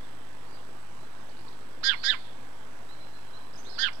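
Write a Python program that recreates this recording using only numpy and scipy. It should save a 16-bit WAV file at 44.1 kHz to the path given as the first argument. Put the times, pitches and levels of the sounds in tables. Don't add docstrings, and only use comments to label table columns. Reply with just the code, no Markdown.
import sys
import numpy as np
from scipy import signal
from scipy.fft import rfft, irfft, next_fast_len
from scipy.io import wavfile
from scipy.ndimage import uniform_filter1d

SR = 44100
rng = np.random.default_rng(int(sys.argv[2]) if len(sys.argv) > 2 else 0)


def output_pcm(signal):
    pcm = np.clip(np.atleast_2d(signal).T, -1, 1) * 32767
    wavfile.write(sys.argv[1], SR, np.round(pcm).astype(np.int16))


N = 176400

# f/Hz, level/dB
HISS_SPECTRUM = [(30, -31), (60, -11), (90, -3), (130, -4), (200, -2), (330, -3), (560, -5), (960, -3.5),
                 (1250, -6.5), (1650, -8), (2200, -14.5), (3200, -15.5), (4700, -21.5), (5700, -22),
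                 (7600, -26), (8400, -28), (13200, -28.5)]
# f/Hz, level/dB
IDLE_SPECTRUM = [(20, 7), (60, -11), (100, 6), (170, -17.5), (330, -18.5), (1000, -18), (7300, -20),
                 (7950, -1), (8600, -16), (11000, -21.5), (11600, -45)]
DC_OFFSET = [
    [-.0209],
    [-.0228],
]
# f/Hz, level/dB
HUM_PARTIALS = [(100, -72.5), (150, -73)]
# onset t/s, duration/s, start f/Hz, middle f/Hz, end f/Hz, level/dB
WHISTLE_NOTES = [(.005, .02, 3450, 3330, 3200, -63), (.03, .025, 3500, 3650, 3600, -61),
                 (.18, .12, 3150, 3150, 3120, -71), (.525, .05, 4900, 4820, 4500, -63),
                 (.585, .03, 3450, 3250, 3150, -65), (.795, .04, 7650, 7950, 7600, -67),
                 (1.02, .05, 4000, 4050, 4050, -69), (1.95, .035, 4200, 4300, 4380, -56),
                 (2.887, .06, 3850, 4030, 4050, -60), (3.003, .056, 3990, 4060, 4020, -60),
                 (3.135, .05, 4080, 4100, 4020, -63), (3.275, .028, 3990, 4020, 4030, -65),
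                 (3.333, .052, 4010, 4040, 4040, -56.5), (3.573, .042, 6160, 6250, 6220, -57.5),
                 (3.635, .04, 6200, 6270, 6270, -64), (3.665, .022, 4150, 4280, 4330, -59),
                 (3.693, .03, 5030, 5080, 4980, -54), (3.735, .026, 5060, 5080, 5040, -59)]
# onset t/s, duration/s, start f/Hz, middle f/Hz, end f/Hz, level/dB
SCREAM_NOTES = [(0.433, 0.17, 3500, 4590, 3010, -69), (1.957, 0.18, 4000, 4600, 4200, -53),
                (2.226, 0.077, 3600, 3370, 3458, -61), (3.642, 0.13, 3100, 4360, 3360, -55),
                (3.737, 0.07, 4500, 4600, 4370, -54)]
# onset t/s, centre f/Hz, level/dB
TWITTER_FLICKS = [(1.292, 4570, -63), (1.313, 4550, -65), (1.367, 4260, -59), (1.390, 4540, -59),
                  (1.409, 4540, -62), (1.463, 4370, -65), (1.48, 4380, -54), (1.504, 4730, -65),
                  (1.523, 4130, -64), (1.625, 4080, -67), (3.533, 5170, -57), (3.555, 5270, -55.5),
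                  (3.927, 5300, -51.5), (3.950, 5300, -57)]
# f/Hz, T60/s
YARD_DECAY = [(500, 0.23), (1600, 0.55), (3500, 0.74), (5000, 0.68), (9000, 0.083)]
# f/Hz, T60/s
BOX_DECAY = [(700, 0.023), (1600, 0.12), (3000, 0.14), (5000, 0.026), (9000, 0.019)]
# delay t/s, level/dB
WALL_REFLECTIONS = [(.00125, -14.5), (.0019, -23.5)]
# t/s, level/dB of harmonics 1, 2 and 3
HARMONIC_LEVELS = [
    [(1.828, -56, -56, -61), (1.834, -39, -46, -45), (1.842, -37, -41.5, -32), (1.876, -29.5, -34, -28),
     (1.896, -28.5, -24.5, -43), (1.946, -42.5, -36, -55), (1.958, -57, -68, -51)],
    [(2.032, -58, -40, -50), (2.04, -37, -42, -36.5), (2.064, -34, -31, -29), (2.096, -31, -31.5, -43),
     (2.108, -32.5, -23.5, -46), (2.152, -42.5, -34, -61), (2.162, -42, -57, -58)],
    [(3.779, -50, -49, -64), (3.789, -37.5, -45, -37), (3.823, -34, -36.5, -31.5), (3.837, -28.5, -27, -41),
     (3.849, -32, -28, -46), (3.861, -33, -29, -49), (3.887, -42.5, -36, -51), (3.903, -58, -51, -59)],
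]
UPPER_HARMONICS = [-13.5, -33, -35.5, -33.5]
# t/s, f/Hz
PITCH_CONTOURS = [
    [(1.830, 1100), (1.840, 1470), (1.849, 1590), (1.876, 1596), (1.894, 1630), (1.908, 1540),
     (1.926, 1400), (1.943, 1100), (1.955, 850)],
    [(2.034, 1300), (2.045, 1585), (2.076, 1595), (2.093, 1770), (2.103, 1740), (2.117, 1540),
     (2.134, 1380), (2.148, 1110), (2.160, 900)],
    [(3.781, 1230), (3.790, 1480), (3.800, 1550), (3.822, 1570), (3.845, 1620), (3.858, 1500),
     (3.876, 1380), (3.890, 1080), (3.900, 880)],
]
# t/s from onset, base rate f/Hz, roughness (0-1), modulation depth (0-1)
RATTLE_CONTOUR = [(0, 292, 0.77, .7), (.02, 286.3, 0.21, 0.74), (.045, 286, 0.11, 0.74),
                  (.065, 238, 0.27, 0.35), (.09, 190, .3, .5), (.11, 170.8, .65, 0.7), (.13, 163, 0.9, 0.3)]
RATTLE_SPEEDS = [1.0, 1, 0.89]
# f/Hz, level/dB
BREATH_SPECTRUM = [(500, -31), (1000, -11), (1600, -14), (2500, -24), (3500, 27), (4800, 11), (6000, -21),
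                   (7000, 8), (8200, -7), (11500, -14), (14000, -36)]
# f/Hz, level/dB
THROAT_RESPONSE = [(700, -10), (1200, -3), (1600, -4), (2100, -1.5), (2600, -6.5), (3200, -4.5), (3750, 11),
                   (4150, 15.5), (4900, 10), (5300, 10.5), (5800, 0.5), (6700, -2), (7800, 6.5),
                   (11000, 11)]


def amp(db):
    return 10 ** (np.asarray(db) / 20)


def unit(x):
    return x / np.sqrt(np.mean(abs(x) ** 2) + 1e-20)


def read_spectrum(points, hz):
    f, value = np.transpose(points)
    return np.interp(np.log(hz + 1), np.log(f + 1), value)


def contours(rows, t):
    times, *columns = np.transpose(rows)
    return [np.interp(t, times, column) for column in columns]


def add(mix, start_s, sound):
    at = round(start_s * SR)
    part = mix[at:at + len(sound)]
    part += sound[:len(part)]


def colour(x, points):
    size = next_fast_len(len(x))
    gain = amp(read_spectrum(points, np.fft.rfftfreq(size, 1 / SR)))
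    return irfft(rfft(x, size) * gain, size)[:len(x)]


def wander(size, bandwidth_hz):
    lowpass = np.exp(-.5 * (np.fft.rfftfreq(SR, 1 / SR) / bandwidth_hz) ** 2)
    return unit(irfft(rfft(rng.standard_normal(SR)) * lowpass))[:size]


def phase_of(hz):
    return 2 * np.pi * np.cumsum(hz) / SR


def fade(t, attack_s, release_s):
    return np.clip(t / attack_s, 0, 1) * np.clip((t[-1] - t) / release_s, 0, 1)


def glide(length_s, start_hz, middle_hz, end_hz):
    t = np.arange(0, length_s, 1 / SR)
    parabola = np.polyfit([0, .5, 1], [start_hz, middle_hz, end_hz], 2)
    return t, phase_of(np.polyval(parabola, t / length_s))


def hoarse(phase, width_hz):
    size = len(phase)
    return unit(wander(size, width_hz) * np.cos(phase) + wander(size, width_hz) * np.sin(phase))


def reverberation(x, decay):
    hz, t, bands = signal.stft(rng.standard_normal(SR // 2), SR, nperseg=256)
    t60 = read_spectrum(decay, hz)[:, None]
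    tail = signal.istft(bands * amp(-60 * t / t60), SR, nperseg=256)[1]
    tail *= np.minimum(np.arange(len(tail)) / 128, 1)
    return signal.fftconvolve(x, tail / np.linalg.norm(tail))[:N]


def hiss(level_db=-53, patch_db=1.62):
    hz, _, bands = signal.stft(rng.standard_normal(N), SR, nperseg=2048, noverlap=1536)
    patches = uniform_filter1d(rng.standard_normal(bands.shape), size=14, axis=0)
    patches = unit(uniform_filter1d(patches, size=8, axis=1))
    bands *= amp(read_spectrum(HISS_SPECTRUM, hz)[:, None] + patch_db * patches)
    return amp(level_db) * unit(signal.istft(bands, nperseg=2048, noverlap=1536)[1][:N])


def camera(field_hz=49.999, first_pulse_s=.0105, whine_hz=8000):
    t = np.arange(N) / SR
    field, age = np.divmod(t - first_pulse_s + 1 / field_hz, 1 / field_hz)
    strengths = 1 + 0.083 * rng.standard_normal(int(field[-1]) + 1)
    spike, step = amp(-47) * (age < .00032), amp(-47) * (age < .0016)
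    pulses = strengths[field.astype(int)] * (spike + step)
    buzz = colour(pulses - pulses.mean(), [(50, -7), (2000, 0), (6000, -2.5), (13000, 1)])
    hum = sum(amp(db) * unit(np.cos(2 * np.pi * hz * (t - first_pulse_s))) for hz, db in HUM_PARTIALS)
    whine = amp(-74.7) * unit(np.sin(2 * np.pi * whine_hz * t))
    return buzz + hum + whine


def whistles(waver_hz=58.5):
    out = np.zeros(N)
    for start, *shape, db in WHISTLE_NOTES:
        t, phase = glide(*shape)
        waver = phase_of(waver_hz * wander(len(t), 100))
        add(out, start, amp(db) * unit(np.sin(phase + waver)) * fade(t, 0.0027, 0.0093))
    return out


def screams():
    out = np.zeros(N)
    for start, *shape, db in SCREAM_NOTES:
        t, phase = glide(*shape)
        add(out, start, amp(db) * hoarse(phase, width_hz=220) * fade(t, 0.019, 0.0067))
    return out


def twitter(flick_s=.013, rise_hz=1000):
    out = np.zeros(N)
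    for start, hz, db in TWITTER_FLICKS:
        t, phase = glide(flick_s, hz - rise_hz / 2, hz, hz + rise_hz / 2)
        add(out, start, amp(db) * hoarse(phase, width_hz=400) * fade(t, 0.0025, 0.0062))
    return out


def nest_box(x, ring_db=-15):
    out = x + amp(ring_db) * reverberation(x, BOX_DECAY)
    for delay, db in WALL_REFLECTIONS:
        add(out, delay, amp(db) * x)
    return out


def harsh_call(levels, pitch, speed):
    start, end = levels[0][0], levels[-1][0]
    t = np.arange(0, end - start, 1 / SR)
    size = len(t)
    hz, = contours(pitch, start + t)
    first_db, second_db, third_db = contours(levels, start + t)
    rate, roughness, depth = contours(RATTLE_CONTOUR, t)
    rattle = phase_of(speed * rate * (1 + 0.13 * roughness * wander(size, 106.5)))
    jitter_hz = 118 * roughness * wander(size, 450)
    phase = phase_of(hz + jitter_hz) + 0.5 * np.sin(rattle) - 0.073 * np.sin(2 * rattle)
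    harmonics_db = [first_db, second_db, third_db] + [third_db + db for db in UPPER_HARMONICS]
    voice = np.zeros(size)
    for k, db in enumerate(harmonics_db):
        chop = unit(1 + depth * 0.77 ** k * np.cos(rattle - 0.5 * k))
        shimmer = 1 + 0.34 * roughness * wander(size, 450)
        carrier = np.cos((k + 1) * phase + 2 * np.pi * rng.random())
        harmonic = colour(amp(db) * chop * shimmer * carrier, THROAT_RESPONSE)
        voice += unit(harmonic) * np.sqrt(np.mean(amp(db) ** 2))
    air = unit(colour(rng.standard_normal(SR), BREATH_SPECTRUM))[:size]
    air *= unit(1 + depth * np.cos(rattle))
    breath = amp(-18.5) * air * np.sqrt(roughness) * (amp(first_db) + amp(second_db) + amp(third_db))
    return (voice + breath) * fade(t, 0.0009, 0.012)


def scene(mic_gain_db=6, crosstalk_db=-71.5):
    far = whistles() + screams() + twitter()
    near = np.zeros(N)
    for levels, pitch, speed in zip(HARMONIC_LEVELS, PITCH_CONTOURS, RATTLE_SPEEDS):
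        add(near, levels[0][0], harsh_call(levels, pitch, speed))
    birds = nest_box(near) + far + reverberation(amp(-29) * near + amp(-7.5) * far, YARD_DECAY)
    mic = amp(mic_gain_db) * (birds + hiss() + camera())
    idle = amp(-70.5) * unit(colour(rng.standard_normal(N), IDLE_SPECTRUM))
    return np.array([idle + amp(crosstalk_db) * mic, mic])


def record(dry, cutoff_hz=13300):
    lowpass = signal.firwin(511, cutoff_hz, window=("kaiser", 9), fs=SR)
    return signal.oaconvolve(dry, lowpass[None], "same") + DC_OFFSET


dry = scene()
out = record(dry)
output_pcm(out)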